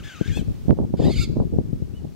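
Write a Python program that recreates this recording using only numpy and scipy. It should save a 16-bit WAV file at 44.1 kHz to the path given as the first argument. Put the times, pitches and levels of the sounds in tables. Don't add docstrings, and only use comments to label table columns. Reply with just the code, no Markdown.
import sys
import numpy as np
from scipy import signal
from scipy.fft import rfft, irfft, next_fast_len
from scipy.io import wavfile
from scipy.ndimage import uniform_filter1d, map_coordinates

SR = 44100
rng = np.random.default_rng(int(sys.argv[2]) if len(sys.argv) > 2 else 0)


def master_out(mix):
    frames = np.transpose(np.atleast_2d(mix))
    ceiling = np.clip(frames, -1, 1)
    pcm = np.round(ceiling * 32767).astype(np.int16)
    wavfile.write(sys.argv[1], SR, pcm)


N = 94815

# time in seconds, pitch in Hz.
FIRST_PITCH = [(0, 1550), (.018, 1130), (.044, 1720), (.088, 1700), (.108, 1460), (.128, 1590),
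               (.155, 1290), (.193, 1210), (.216, 1660), (.236, 1520), (.266, 1620), (.28, 1900),
               (.286, 2750), (.297, 1680), (.31, 1920), (.322, 1610), (.379, 1740), (.41, 1520)]
SECOND_PITCH = [(.99, 1480), (1.016, 1860), (1.038, 1680), (1.066, 2030), (1.086, 1880), (1.118, 2250),
                (1.148, 2010), (1.169, 2430), (1.191, 2120), (1.211, 2305), (1.236, 2280), (1.26, 2080)]
# time in seconds, relative level in dB.
FIRST_EFFORT = [(0, -45), (.018, -57.5), (.047, -43.5), (.086, -43), (0.199, -48), (.296, -42.5),
                (.335, -43), (0.378, -37.5), (.418, -54)]
SECOND_EFFORT = [(.97, -56.5), (1.026, -43.5), (1.071, -39.5), (1.086, -42.5), (1.122, -37), (1.153, -40.5),
                 (1.167, -35.5), (1.239, -32), (1.267, -52)]
# frequency in Hz, relative gain in dB.
FIRST_THROAT = [(700, -23.5), (1450, 1.5), (3600, -0.5), (5200, -6.5), (6400, -1.5), (9000, -21),
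                (15500, -20)]
BROKEN_THROAT = [(1700, -5), (3400, 2.5), (5000, -9.5), (6800, -8), (8400, -13), (10000, -32.5),
                 (11500, -14), (15500, -30)]
SECOND_THROAT = [(900, -26), (1400, -8), (2250, -2.5), (3000, -1.5), (3700, 0.5), (4900, 5), (5750, -20.5),
                 (6400, -5.5), (9900, -23), (11500, -17), (15500, -36.5)]
# time in seconds, rasp share of the power, sideband share of the rest.
VOICE_TEXTURE = [(.29, .25, 0.11), (.36, 0.02, 0.99), (.98, 0.38, 0.61), (1.07, 0.22, .22),
                 (1.22, 0.02, 0.63)]
# time in seconds, relative level in dB.
RUMBLE_LEVEL = [(0, -29.5), (.13, -47), (.3, -29), (.56, -33), (1.15, -22.5), (2.15, -33.5)]
# frequency in Hz, relative gain in dB.
RUMBLE_SPECTRUM = [(20, -17.5), (60, 2.5), (180, -2.5), (400, -15.5), (1000, -54.5)]
# start and length in seconds, level and left-over-right in dB, brightness in Hz.
WIND_BUFFETS = [(0.298, 0.0314, -21.5, 13.5, 85.5), (0.369, 0.0579, -24, 7.5, 149.3),
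                (0.473, 0.0449, -23.5, 0.5, 96.7), (.685, 0.0457, -13.5, -1.5, 170.3),
                (0.787, 0.06074, -21, -2, 217), (0.991, 0.1189, -18, 4, 245),
                (1.172, 0.0256, -16.5, 7.5, 67.3), (1.357, 0.0812, -22.5, -3, 223.3),
                (1.525, .09, -23, -4.5, 177.4), (2.043, 0.01153, -25, 4, 188.3)]
# time in seconds, level before filtering in dB, brightness in Hz, port.
EDDY_POPS = [(0.2122, 3, 169.9, "L"), (0.3744, -7, 264, "L"), (0.4825, -5.5, 137.3, "L"),
             (0.6836, 0.5, 161, "R"), (.6947, 3, 223, "R"), (0.7077, 1.5, 261, "R"),
             (0.7287, -0.5, 195, "L"), (0.7888, -2, 321, "R"), (0.9401, 1.5, 228, "R"), (1.0, -5, 310, "L"),
             (1.0544, 0, 202, "L"), (1.0842, -2, 248, "R"), (1.3695, -3, 220, "R"),
             (1.4017, -2.5, 332, "R"), (1.587, 4.5, 190.6, "L"), (1.7307, -2, 129.3, "L"),
             (1.8228, -1.5, 118.5, "L")]
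# frequency in Hz, time to fall 60 dB in seconds.
SCATTER_DECAY = [(4000, 0.583), (12000, 0.384)]
# frequency in Hz, relative gain in dB.
HISS_SPECTRUM = [(600, 8.5), (1500, -1.5), (5400, -5), (10000, -12)]
# time in seconds, relative level in dB.
HISS_LEVEL = [(.7, -55), (.73, -58.5)]

BREAK_S, BREAK_FADE_S = 0.311, .027
LOWER_HZ, MAIN_REF_HZ = 1380, 2300
RUMBLE_PAN_DB, PORT_CUTOFF_HZ = 5.5, 983
WAKE_DB, WAKE_DECAY_S = -22, 0.01046
CRACK_S, CRACK_DB, CRACK_HZ = .7079, -13, 1117
BLEED_GAIN, BLEED_DELAY_S = 0.247, 0.00042
PEEP_S, PEEP_WIDTH_S, PEEP_HZ, PEEP_DB = 1.972, 0.01884, 2983, -58.5
BAND_LIMIT_HZ = 15800


def first_squeal():
    pitch_hz = wavering_pitch(FIRST_PITCH, jitter=0.0416)
    tilted_throat = [(hz, db - 4 * np.log2(hz)) for hz, db in FIRST_THROAT]
    tone, sidebands = fluttered_tone(pitch_hz, tilted_throat, divisor=6, blur_rad=0.466)
    broken = sum(fluttered_tone(pitch_hz, BROKEN_THROAT, divisor=2, blur_rad=0.644))
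    fade_rad = np.pi / 2 * np.clip((clock() - BREAK_S) / BREAK_FADE_S + .5, 0, 1)
    sidebands = np.cos(fade_rad) * levelled(sidebands) + np.sin(fade_rad) * levelled(broken)
    return voice(tone, sidebands, FIRST_EFFORT, FIRST_THROAT)


def second_squeal():
    pitch_hz = wavering_pitch(SECOND_PITCH, jitter=0.01825)
    lower_hz = LOWER_HZ * (pitch_hz / MAIN_REF_HZ) ** 2
    tone = sum(partial(k * pitch_hz, SECOND_THROAT, blur_rad=0.505) for k in range(1, 8))
    sidebands = sum(partial(k * pitch_hz + m * lower_hz, SECOND_THROAT, blur_rad=0.527)
                    for k in range(6) for m in range(1, 5))
    return voice(tone, sidebands, SECOND_EFFORT, SECOND_THROAT)


def wavering_pitch(rows, jitter):
    rasp_share = curves(VOICE_TEXTURE)[0]
    glide_hz = uniform_filter1d(curves(rows)[0], size=260)
    return glide_hz * (1 + jitter * np.sqrt(rasp_share) * wobble(450))


def fluttered_tone(pitch_hz, throat, divisor, blur_rad):
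    lines = {k: partial(pitch_hz * k / divisor, throat, blur_rad) for k in range(divisor, 10 * divisor)}
    harmonics = sum(line for k, line in lines.items() if k % divisor == 0)
    sidebands = sum(line for k, line in lines.items() if k % divisor)
    return harmonics, sidebands


def partial(hz, throat, blur_rad):
    phase = 2 * np.pi * (np.cumsum(hz) / SR + rng.random())
    phase += blur_rad * np.sqrt(hz / 2000) * wobble(300)
    level_db = log_interp(throat, hz) + 3.03 * wobble(110)
    return amp(level_db) * (hz < BAND_LIMIT_HZ) * np.sin(phase)


def voice(tone, sidebands, effort, throat):
    t = clock()
    rasp_share, side_share = curves(VOICE_TEXTURE)
    pitched = np.sqrt(1 - side_share) * levelled(tone) + np.sqrt(side_share) * levelled(sidebands)
    breath = noise_pair(lambda f: amp(log_interp(throat, f)))[0]
    rasp = unit_rms(breath * amp(2.43 * wobble(600)))
    gate = (t >= effort[0][0]) & (t <= effort[-1][0])
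    return gate * amp(curves(effort)[0]) * (np.sqrt(1 - rasp_share) * pitched + np.sqrt(rasp_share) * rasp)


def wind():
    rumble = turbulence(lambda f: amp(log_interp(RUMBLE_SPECTRUM, f)))
    ports = amp(curves(RUMBLE_LEVEL)[0]) * pan_gains(RUMBLE_PAN_DB) * rumble
    for start_s, length_s, db, pan_db, hz in WIND_BUFFETS:
        ports += amp(db) * pan_gains(pan_db) * buffet(start_s, length_s, hz)
    for at_s, db, hz, port in EDDY_POPS:
        ports["LR".index(port)] += amp(db) * pop(at_s, hz)
    ports = filtered(ports, lambda f: 1 / np.hypot(1, (f / PORT_CUTOFF_HZ) ** 2))
    crack = filtered(eddy(CRACK_S, CRACK_HZ), lambda f: high_pass(f, CRACK_HZ))
    ports[1] += amp(CRACK_DB) * crack
    bleed = filtered(ports[::-1], lambda f: np.exp(-2j * np.pi * f * BLEED_DELAY_S))
    return ports - BLEED_GAIN * bleed


def buffet(start_s, length_s, hz):
    age_s = clock() - start_s
    attack = np.clip(age_s / 0.00488 + .5, 0, 1)
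    release = np.exp(-np.maximum(age_s - length_s, 0) / 0.0041)
    return churn(attack * release, hz)


def pop(at_s, hz):
    pulse = filtered(eddy(at_s, hz), lambda f: high_pass(f, hz=138))
    wake_swell = np.exp(-np.abs(clock() - at_s - WAKE_DECAY_S / 2) / WAKE_DECAY_S)
    return pulse + amp(WAKE_DB) * churn(wake_swell, hz)[0]


def eddy(at_s, hz):
    return 1 / (1 + (2 * np.pi * hz * (clock() - at_s)) ** 2)


def churn(swell, hz):
    burst = swell * turbulence(lambda f: np.exp(-f / hz) * high_pass(f, .5 * hz))
    return unit_rms(burst) * np.sqrt(np.mean(swell ** 2))


def turbulence(response, lumps_db=4.5):
    return unit_rms(noise_pair(response) * amp(lumps_db * np.array([wobble(130), wobble(130)])))


def bird():
    arch = np.exp(-((clock() - PEEP_S) / PEEP_WIDTH_S) ** 2 / 2)
    pitch_hz = PEEP_HZ * (1 - .07 * (1 - arch))
    return amp(PEEP_DB) * arch * np.sin(2 * np.pi * np.cumsum(pitch_hz) / SR)


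def ground_reflections(x, t60_s=0.0286):
    t = np.arange(SR // 50) / SR
    taps = rng.standard_normal((2, len(t))) * amp(-60 * t / t60_s)
    taps /= np.linalg.norm(taps, axis=1, keepdims=True)
    return signal.fftconvolve(x[None], taps, axes=1)[:, :N]


def bush_scatter(x):
    hz, t, spectra = signal.stft(rng.standard_normal((2, SR // 2)), SR, nperseg=256)
    decay = amp(-60 * t / log_interp(SCATTER_DECAY, hz)[:, None])
    tail = signal.istft(spectra * decay, SR, nperseg=256)[1]
    return signal.fftconvolve(x[None], tail / np.linalg.norm(tail[0]), axes=1)[:, :N]


def outdoor_hiss():
    mid, side = noise_pair(lambda f: amp(log_interp(HISS_SPECTRUM, f))) * [[1], [.8]]
    return amp(curves(HISS_LEVEL)[0]) * np.array([mid + side, mid - side])


def amp(db):
    return 10 ** (np.asarray(db) / 20)


def unit_rms(x):
    return x / np.sqrt(np.mean(x ** 2) + 1e-20)


def levelled(x):
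    return x / np.sqrt(np.abs(uniform_filter1d(x * x, size=500)) + 1e-9)


def log_interp(rows, hz):
    knots_hz, values = np.transpose(rows)
    return np.interp(np.log(hz + 1), np.log(knots_hz + 1), values)


def clock():
    return np.arange(N) / SR


def curves(rows):
    times_s, *columns = np.transpose(rows)
    return [np.interp(clock(), times_s, column) for column in columns]


def wobble(knots_per_s):
    knots = rng.standard_normal(int(N * knots_per_s / SR) + 4)
    return map_coordinates(knots, [clock() * knots_per_s])


def filtered(x, response):
    size = next_fast_len(N + SR // 4)
    return irfft(rfft(x, size) * response(np.fft.rfftfreq(size, 1 / SR)), size)[..., :N]


def noise_pair(response):
    return unit_rms(filtered(rng.standard_normal((2, N)), response))


def high_pass(f, hz):
    s = 1j * f / hz
    return s * s / (s * s + np.sqrt(2) * s + 1)


def pan_gains(left_over_right_db):
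    gains = amp(np.array([[left_over_right_db], [-left_over_right_db]]) / 2)
    return gains / np.sqrt(np.mean(gains ** 2))


def placed(x, pan_db, lag_s=.00002):
    delays_s = np.array([[.5], [-.5]]) * lag_s
    return pan_gains(pan_db) * filtered(x, lambda f: np.exp(-2j * np.pi * f * delays_s))


def scene():
    calls = placed(first_squeal(), pan_db=3) + placed(second_squeal(), pan_db=-4.5) + bird()
    mono = calls.mean(axis=0)
    echoes = amp(-7.5) * ground_reflections(mono) + amp(-14.5) * bush_scatter(mono)
    return amp(-.5) * calls + echoes + wind() + outdoor_hiss()


def record(dry):
    rounded = dry / (1 + dry ** 8) ** (1 / 8)
    return filtered(rounded, lambda f: f < BAND_LIMIT_HZ)


dry = scene()
out = record(dry)
master_out(out)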